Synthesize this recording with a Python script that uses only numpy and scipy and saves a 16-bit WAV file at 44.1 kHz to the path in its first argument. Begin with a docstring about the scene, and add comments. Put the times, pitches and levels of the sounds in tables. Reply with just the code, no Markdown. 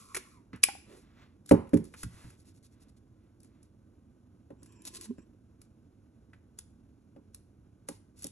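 """Tape hisses and squeals faintly off its roll, close to a two-port microphone in a small, quiet room.
Filtered noise peels and rubs, and a plunging rough tone snaps the tape; short noise bursts click as beads,
plastic and nails. The weighted dispenser is set down in two knocks that ring the table's damped modes.
Later hands slide over paper, a fingertip judders in stick-slip, a strip of tape ticks and nails tap.
Ventilation rumbles low throughout, and the table and hand sounds bring up the room's echoes."""
import sys
import numpy as np
from scipy import signal
from scipy.fft import rfft, irfft, next_fast_len
from scipy.io import wavfile

SR = 44100
rng = np.random.default_rng(int(sys.argv[2]) if len(sys.argv) > 2 else 0)


def wav_record(signal):
    """Record a signal, one row per channel, as 16-bit PCM in the file named by sys.argv[1]."""
    frames = np.transpose(np.atleast_2d(signal))
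    bounded = np.clip(frames, -1, 1)
    # unit amplitude maps onto the largest positive 16-bit level
    quanta = np.round(bounded * 32767).astype(np.int16)
    wavfile.write(sys.argv[1], SR, quanta)


N = 366510
T = np.arange(N) / SR

# blows on the table: t/s, peak level/dB, f/Hz above which the soft contact dulls the blow,
# share of the table's free ring time
KNOCKS = [(.532, -36, 234, 0.46), (1.512, -4, 725, 1), (1.7337, -10.5, 378, 0.99), (2.036, -34, 94.4, 1),
          (2.14, -47, 90, 0.61), (2.241, -41.5, 90, 1), (4.504, -40, 700, 0.87), (4.622, -47.5, 322, 0.47),
          (5.183, -38, 350, 0.25), (7.162, -45, 900, 1), (7.888, -34, 910, 0.77), (8.246, -36.5, 580, 0.65)]
# clearest clicks of plastic, beads, tape and nails: t/s, crisp level/dB, hollow level/dB
CLICKS = [(.147, -34, -47), (.153, -37.5, -44), (.165, -38, -38.5), (.169, -35, -40), (0.531, -99, -46.5),
          (0.56, -61.5, -69), (0.637, -18, -37), (0.6863, -50, -45), (1.461, -55, -74.5),
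          (1.492, -41.5, -56.5), (1.5109, -39.5, -33.5), (1.52, -37.5, -73), (1.672, -71, -63.5),
          (1.692, -62.5, -70.5), (1.7414, -44, -61), (1.772, -47, -53), (1.842, -56.5, -70),
          (1.852, -59, -70), (1.939, -56.5, -49), (2.032, -40, -45.5), (2.303, -61, -67.5),
          (3.4033, -64.5, -88), (3.432, -62, -80.5), (3.446, -65, -73), (3.6292, -62.5, -80.5),
          (4.631, -56, -72.5), (4.66, -60, -74), (4.722, -64, -77), (4.8204, -57.5, -86),
          (4.852, -43.5, -65), (5.011, -43.5, -61.5), (5.057, -61.5, -59.5), (5.6162, -55.5, -70),
          (6.3325, -74, -58), (6.5881, -42, -60.5), (7.3459, -47.5, -70.5), (7.8865, -38.5, -48),
          (8.191, -55.5, -73), (8.2224, -48.5, -70), (8.231, -49.5, -73), (8.243, -36.5, -73),
          (8.2681, -41.5, -76)]
# relative colour of a crisp click: f/Hz, level/dB
CRISP_COLOUR = [(200, -50.5), (1000, -27.5), (2500, -17), (4000, -8.5), (5400, -4), (6500, -4.5),
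                (8300, -2), (10100, 7.5), (11200, -1.5), (12000, -11.5), (16000, -28)]
# relative colour of a bright stroke on paper: f/Hz, level/dB
PAPER_COLOUR = [(200, -14), (400, -3.5), (1000, -7.5), (1800, -7.5), (3000, -4), (4500, 1), (6000, 1.5),
                (8000, 1.5), (10200, 7), (11300, 0), (12300, -10.5), (16000, -25.5)]


def undb(db):
    """Decibels to gain."""
    return 10 ** (np.asarray(db) / 20)


def unit(x):
    """Scale to rms 1."""
    return x / np.sqrt(np.mean(x ** 2))


def add(track, s, sound):
    """Mix a sound into a track from time s on, trimmed at both ends of the track."""
    start = int(s * SR)
    sound, start = sound[max(-start, 0):], max(start, 0)
    track[start:start + len(sound)] += sound[:N - start]


def along(points, hz):
    """Read (Hz, value) points on a log-frequency axis."""
    f, value = np.transpose(points)
    return np.interp(np.log(hz + 1), np.log(f), value)


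def colour(x, points, size=4096):
    """Causal minimum-phase filter of unit energy with the given spectrum."""
    cepstrum = irfft(np.log(undb(along(points, np.fft.rfftfreq(size, 1 / SR)))))
    # folding the cepstrum forward puts the energy as early as it can be
    cepstrum[1:size // 2] *= 2
    cepstrum[size // 2 + 1:] = 0
    response = irfft(np.exp(rfft(cepstrum)))
    return signal.oaconvolve(x, response / np.linalg.norm(response))[:len(x)]


def lowpass(x, hz, order=2):
    """Butterworth low-pass."""
    return signal.sosfilt(signal.butter(order, hz, fs=SR, output="sos"), x)


def highpass(x, hz, order):
    """Butterworth high-pass."""
    return signal.sosfilt(signal.butter(order, hz, "highpass", fs=SR, output="sos"), x)


def fade(t, t60):
    """Exponential decay, 60 dB down after t60."""
    return np.exp(-np.log(1000) * t / t60)


def ring(t, hz, t60):
    """One damped mode."""
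    return np.sin(2 * np.pi * hz * t) * fade(t, t60)


def walk(hz):
    """Random drift of rms 1, slower than hz."""
    return unit(lowpass(rng.standard_normal(N), hz))


def sing(hz, width_hz):
    """A friction-fed resonance around a moving pitch, rms 1."""
    phase = 2 * np.pi * np.cumsum(hz) / SR
    return unit(walk(width_hz / 2) * np.sin(phase) + walk(width_hz / 2) * np.cos(phase))


def resonate(x, hz, width_hz):
    """A steep resonance, scaled to rms 1."""
    b, a = signal.iirpeak(hz, hz / width_hz, SR)
    once = signal.lfilter(b, a, x)
    return unit(signal.lfilter(b, a, once))


def pan(left_db):
    """Left and right gains of equal total power."""
    return unit(undb([[left_db], [0]]))


def fibres(grain_db=3):
    """Paper fibres catch and let go by the thousand, a few much harder than the rest."""
    strength = np.minimum(rng.exponential(size=N), 6)
    return unit(rng.standard_normal(N) * undb(grain_db * strength))


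def pressure(strokes, flutter_db=1.0):
    """Each stroke swells and ebbs, and the hand's weight is never even."""
    out = np.zeros(N)
    for s, length_s, db in strokes:
        add(out, s, undb(db) * np.sqrt(np.hanning(int(length_s * SR))))
    return out * undb(flutter_db * walk(46))


def tape_pull(patchy_db=2.5, patchy_hz=18):
    """The glue hisses as it peels off the roll; the taut strip squeals in fits, lower as the pull ends."""
    # tape unwinding from the roll: t/s, squeal f/Hz, squeal level/dB, glue hiss level/dB
    pull = [(0, 1142, -57, -55.5), (.05, 1084, -63.5, -62.5), (.12, 1072, -61.5, -63),
            (.2, 1108, -70.5, -66), (.31, 1112, -70, -68), (.345, 1058, -63.5, -70.5),
            (.375, 990, -62.5, -75.5), (.41, 990, -78, -85.5), (.46, 975, -100, -100)]
    # partials of the taut strip: multiple of the pitch, width/Hz, relative level/dB
    strip = [(1, 79.97, -2.5), (1.18, 200, -5), (2.17, 220, -13)]
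    s, *columns = np.transpose(pull)
    hz, squeal_db, hiss_db = (np.interp(T, s, column) for column in columns)
    squeal = 0
    for multiple, width_hz, db in strip:
        fits = unit(undb(patchy_db * walk(patchy_hz)))
        squeal = squeal + undb(db) * fits * sing(multiple * hz, width_hz)
    hiss = colour(fibres(), PAPER_COLOUR)
    return (undb(squeal_db) * squeal + undb(hiss_db) * hiss) * (T < s[-1])


def room_tone(db=-60, sway_db=1, lowest_hz=38, hum_hz=103, hum_db=-69, whine_hz=1529, whine_db=-94):
    """Low ventilation rumble, as coloured noise, with a wavering hum and a thin steady whine."""
    # relative colour of the ventilation rumble: f/Hz, level/dB
    air = [(15, -34), (25, -7.5), (103, 0), (154, -9.5), (219, -3.5), (326, -7.5), (394, -15.5),
           (856, -28.5), (1500, -32.5), (1760, -39.5), (4750, -45.5), (7090, -43.5), (8780, -58),
           (10600, -42), (15000, -69)]
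    rumble = colour(rng.standard_normal(N), air) * undb(db + sway_db * walk(42))
    rumble = highpass(rumble, lowest_hz, order=4)
    hum = unit(np.sin(2 * np.pi * hum_hz * T) * walk(29))
    whine = unit(np.sin(2 * np.pi * whine_hz * T))
    return rumble + undb(hum_db) * hum + undb(whine_db) * whine


def grazes(lead_s=0.018, length_s=0.068, full_scale_db=-38.5, growth=0.63):
    """Surfaces graze each other around each click: (start s, length s, dB), growth in dB per crisp dB."""
    return [(s - lead_s, length_s, full_scale_db + growth * crisp_db) for s, crisp_db, _ in CLICKS]


def rubbing(grit_db=3, grit_hz=400, drift=0.016, drift_hz=9):
    """Friction noise: smooth strokes, clumped gritty scrapes, dull brushing and a drag that wanders in pitch."""
    # smooth strokes of skin and paper: start t/s, length/s, level/dB
    strokes = [(.86, 0.2, -66), (1.465, 0.043, -65), (1.79, 0.43, -71), (1.96, 0.096, -54.5),
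               (2.06, 0.32, -65), (4.89, 0.13, -58.5), (7.89, 0.096, -65), (8.155, 0.093, -62)]
    # rasps of tape on paper: start t/s, length/s, level/dB
    rasps = [(4.85, 0.048, -46), (4.935, 0.047, -48), (5.0105, 0.062, -51.5), (8.2214, 0.064, -57)]
    # bracelets swing to and fro as the hand settles, a swish a swing: start t/s, length/s, level/dB
    swishes = [(2.367, 0.075, -67.5), (2.443, 0.082, -64.5), (2.535, 0.06, -68.5), (2.623, 0.055, -63),
               (2.707, 0.048, -71.5), (2.796, 0.052, -65.5), (2.881, 0.024, -66.5), (2.961, .03, -70.5)]
    # dull brushing of hands and arms over the table: start t/s, length/s, level/dB
    brushes = [(.8, 0.6, -72.5), (.85, 0.14, -65.5), (1.15, .13, -66.5), (2.05, 0.33, -63),
               (2.4, 0.15, -79.5), (2.69, 0.25, -77.5), (3.15, 0.21, -83.5), (3.44, 0.26, -80.5)]
    # relative colour of dull brushing: f/Hz, level/dB
    brush_colour = [(200, -9), (600, -6), (1200, -5), (1900, -6.5), (2600, -10.5), (3500, -12.5),
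                    (12000, -33)]
    # a fingertip dragged over paper lying on the table: start t/s, length/s, level/dB
    drags = [(4.565, 0.41, -67), (4.84, 0.3, -63.5), (5.165, 0.08, -66.5)]
    # resonances of the dragged fingertip: f/Hz, width/Hz, relative level/dB
    drag_bands = [(315, 140, 3.5), (1040, 130, -7.5), (1700, 295, -13.5), (2590, 450, -12.5),
                  (3130, 200, -15), (5630, 700, -13), (7600, 410, -8)]
    bend = 1 + drift * walk(drift_hz)
    drag = sum(undb(db) * sing(hz * bend, width_hz) for hz, width_hz, db in drag_bands)
    grit = unit(undb(grit_db * walk(grit_hz)))
    effort = pressure(strokes) + grit * pressure(rasps + swishes + grazes())
    bright = colour(fibres() * effort, PAPER_COLOUR)
    dull = colour(fibres() * pressure(brushes), brush_colour)
    return bright + dull + drag * pressure(drags, flutter_db=2.5)


def snap(s=.6318, length_s=.0092, from_hz=5500, to_hz=2250, plunge=6, tone_db=-19.0, crackle_db=-21,
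         rough=.9, lowest_hz=900, ping_hz=10220, ping_db=-5, ping_t60=0.018, break_share=.62):
    """Tape tears on the cutter: a rough resonance plunges, breaks with a ping and rings; plops lie around it."""
    # what the snap leaves ringing: f/Hz, level/dB, t60/s
    snap_ring = [(3030, -48, 0.22), (5426, -42, 0.19), (7780, -42, 0.14), (10240, -36, .08)]
    # hollow little plops: t/s, f/Hz, level/dB, t60/s
    plops = [(.146, 1910, -30, .016), (.151, 2280, -28, .016), (.168, 373, -43, .16),
             (0.6866, 810, -28, 0.047), (.752, 780, -40.5, 0.035)]
    out, t = np.zeros(N), T[:int(length_s * SR)]
    opening = t / length_s
    # the pitch falls as the gap opens
    plunged = (1 + np.tanh(plunge * (opening - .5))) / 2
    phase = 2 * np.pi * np.cumsum(from_hz * (to_hz / from_hz) ** plunged) / SR
    tone = np.sin(phase) * (1 + rough * walk(1100)[:len(t)])
    crackle = colour(rng.standard_normal(len(t)), CRISP_COLOUR)
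    swell = np.sqrt(np.sin(np.pi * opening ** 1.1))
    burst = (undb(tone_db) * unit(tone) + undb(crackle_db) * crackle) * swell
    # so small a gap radiates no bass
    add(out, s, highpass(burst, lowest_hz, order=2))
    for hz, db, t60 in snap_ring + [(ping_hz, ping_db, ping_t60)]:
        add(out, s + break_share * length_s, undb(db) * ring(T[:SR // 2], hz, t60))
    for plop_s, hz, db, t60 in plops:
        add(out, plop_s, undb(db) * ring(T[:SR // 4], hz, t60))
    return out


def contacts(full_scale_db=-35.5, growth=.76, crisp_over_hollow_db=-9):
    """Lone clicks and landing blows, as (s, crisp dB, hollow dB); growth in dB per dB of the blow."""
    rows = list(CLICKS)
    for s, db, _, _ in KNOCKS:
        hollow_db = full_scale_db + growth * db
        rows.append((s, hollow_db + crisp_over_hollow_db, hollow_db))
    return rows


def clicks(span_s=0.0085, rise_s=0.00065, equal_decay_s=0.0058, doubling_db=22.5):
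    """A click is a quick cluster of tiny contacts: a noise burst, its level the rms over span_s."""
    # relative colour of a hollow click: f/Hz, level/dB
    hollow_colour = [(60, -37), (200, -15.5), (400, 1), (650, -9), (1000, -0.5), (1500, 2), (2200, -3),
                     (3200, -10.5), (5000, -18.5), (10000, -38)]
    crisp, hollow, t = np.zeros(N), np.zeros(N), T[:SR // 20]
    for s, crisp_db, hollow_db in contacts():
        # the time constant doubles for each doubling_db more of the hollow part
        decay_s = equal_decay_s * 2 ** ((hollow_db - crisp_db) / doubling_db)
        shape = (1 - np.exp(-t / rise_s)) * np.exp(-t / decay_s)
        for track, db in (crisp, crisp_db), (hollow, hollow_db):
            burst = rng.standard_normal(len(t)) * shape
            burst *= np.sqrt(span_s * SR) / np.linalg.norm(burst)
            add(track, s - rise_s, undb(db) * burst)
    return colour(crisp, CRISP_COLOUR) + colour(hollow, hollow_colour)


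def blows(rebound_s=.0168, rebound_db=-8.5):
    """Each knock and its weaker second landing, which a damping hand weakens too; rows as in KNOCKS."""
    rebounds = [(s + rebound_s, db + rebound_db + 20 * np.log10(free), contact_hz, free)
                for s, db, contact_hz, free in KNOCKS]
    return KNOCKS + rebounds


def knocks(crack_db=-14, crack_t60=.28, boom_db=-26, boom_t60=.36, boom_hz=500):
    """A blow rings the table's main modes and a dense mass of weak ones; a hand that stays down damps them."""
    # main modes of the table top: f/Hz, relative level/dB, t60/s, left port over right/dB
    table_modes = [(88.02, -20, 0.24, 0), (103, -15.5, .15, 0.5), (121.5, -15, .19, 1),
                   (176, -10, .16, 0.5), (222.7, -14.5, .24, -0.5), (248.3, -3.5, .11, -0.5),
                   (295, -0.5, .11, -1.5), (375.9, -12.5, 0.22, -2), (417, -13, .15, -2.5),
                   (458, -16, 0.14, 0), (548.4, 0.5, .075, 11), (808, -13.5, 0.15, -2),
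                   (899, -15, 0.065, -2), (1026, -24.5, 0.36, 0)]
    # relative colour of the table's dense weak modes: f/Hz, level/dB
    thud_colour = [(30, -30.5), (60, -4.5), (120, -1.5), (300, -4), (500, -10.5), (640, -17), (900, -4.5),
                   (1800, -11.5), (4000, -40)]
    out, t = np.zeros((2, N)), T[:SR]
    for s, db, contact_hz, free in blows():
        modes = np.zeros((2, SR))
        for k, (hz, mode_db, t60, left_db) in enumerate(table_modes):
            # neighbouring modes start in opposite directions
            modes += (-1) ** k * undb(mode_db) * pan(left_db) * ring(t, hz, t60 * free)
        crack = undb(crack_db) * rng.standard_normal(SR) * fade(t, crack_t60 * free)
        boom = rng.standard_normal(SR) * fade(t, boom_t60 * free)
        boom = undb(boom_db) * lowpass(boom, boom_hz, order=1)
        blow = lowpass(modes + colour(crack + boom, thud_colour), contact_hz, order=3)
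        # the peak level is that of the two ports' average
        blow /= np.abs(blow.mean(axis=0)).max()
        for track, port in zip(out, blow):
            add(track, s, undb(db) * port)
    return out


def shove(s=0.86, length_s=0.161, db=-55, hz=365, width_hz=190):
    """The dispenser's base slides a little as it is picked up: friction noise through a resonance."""
    return resonate(fibres(), hz, width_hz) * pressure([(s, length_s, db)])


def judder(s=5.106, width_s=0.0093, slip_hz=235, rise_octaves=0.18, db=-28.0, wander=0.02,
           release_s=5.106, rise_s=0.0026):
    """A fingertip sticks and slips ever faster for a few cycles, groans bluntly and breaks free ringing."""
    # what it leaves ringing: f/Hz, level ahead of the soft onset/dB, t60/s
    judder_ring = [(394, -32.5, 0.067), (1020, -55, 0.054)]
    away = (T - s) / width_s
    hz = slip_hz * 2 ** (rise_octaves * np.tanh(away / 2)) * (1 + wander * walk(70))
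    swell = 1 / (1 + away ** 2) * np.exp(-np.abs(away) / 10)
    out = undb(db) * swell * np.sin(2 * np.pi * np.cumsum(hz) / SR)
    t = T[:SR // 4]
    ringing = sum(undb(ring_db) * ring(t, f, t60) for f, ring_db, t60 in judder_ring)
    add(out, release_s, (1 - np.exp(-t / rise_s)) * ringing)
    return out


def room(x, early_db=-13, early_t60=0.11, late_db=-14.0, late_t60=0.45, damping_hz=15000,
         reflection_s=.0124, reflection_db=-19):
    """Mid and side echoes: the nearest hard surface, a brief flurry and a longer tail that loses its treble."""
    # edges of the bands in which the echoes die away: f/Hz
    room_edges = [120, 350, 800, 1600, 2800, 4600, 7000, 9400, 11200, 13000, 17000]
    # relative strength of the echoes: lower band edge f/Hz, level/dB
    echo_strength = [(120, -10), (350, -4.5), (800, 0.5), (1600, 2), (2800, 1), (7000, -6), (9400, -5.5),
                     (11200, -7.5), (13000, -13.5)]
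    t = T[:SR * 3 // 4]
    response = np.zeros((2, len(t)))
    for lo, hi in zip(room_edges, room_edges[1:]):
        band = signal.butter(3, [lo, hi], "bandpass", fs=SR, output="sos")
        tails = (early_db, early_t60), (late_db, late_t60 / (1 + (lo / damping_hz) ** 4))
        energy = sum(undb(db) ** 2 * unit(fade(t, t60)) ** 2 / len(t) for db, t60 in tails)
        noise = np.sqrt(energy) * rng.standard_normal(response.shape)
        response += undb(along(echo_strength, lo)) * signal.sosfilt(band, noise)
    response[0, int(reflection_s * SR)] += undb(reflection_db)
    return signal.fftconvolve(x[None], response, axes=1)[:, :N]


def scene(apart_db=-3, air_apart_db=-19, hiss_db=-93, table_room_db=-4, snap_room_db=-3):
    """Both ports hear nearly the same; table modes, part of the room and air, and a faint hiss differ."""
    table = knocks() + judder() + shove()
    hands = clicks() + rubbing() + tape_pull()
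    sticky = snap()
    to_room = hands + undb(table_room_db) * table.mean(axis=0) + undb(snap_room_db) * sticky
    echo_mid, echo_side = room(to_room)
    mid = hands + sticky + echo_mid + room_tone()
    hiss = colour(rng.standard_normal(N), PAPER_COLOUR)
    side = undb(apart_db) * echo_side + undb(air_apart_db) * room_tone() + undb(hiss_db) * hiss
    return table + np.array([mid + side, mid - side])


def record(dry, top_hz=15500):
    """The microphone's two ports differ in phase and sensitivity; a steep low-pass cuts the top."""
    # phase lead of the left port over the right: f/Hz, lead/rad
    port_phase = [(0, 0), (780, 1.5), (2670, 0.27), (3100, 1.51), (3700, 1), (4480, 2), (5770, 7),
                  (6800, 7), (7670, 7.5), (9000, 9.5), (10300, 10.5), (11500, 14.5), (13700, 14),
                  (14600, 14.5), (16000, 15)]
    # sensitivity of the left port over the right: f/Hz, level/dB
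    port_balance = [(60, -0.5), (110, -2.5), (380, -5.5), (700, -1.5), (1300, 0)]
    size = next_fast_len(N + SR // 10)
    hz = np.fft.rfftfreq(size, 1 / SR)
    lead = np.interp(hz, *np.transpose(port_phase))
    balance = undb(along(port_balance, hz))
    # the two ports' total power stays the same at every frequency
    ports = np.array([balance, np.exp(-1j * lead)]) * np.sqrt(2 / (1 + balance ** 2))
    heard = irfft(rfft(dry, size) * ports, size)[:, :N]
    return signal.sosfilt(signal.ellip(8, .2, 70, top_hz, fs=SR, output="sos"), heard)


dry = scene()
out = record(dry)
wav_record(out)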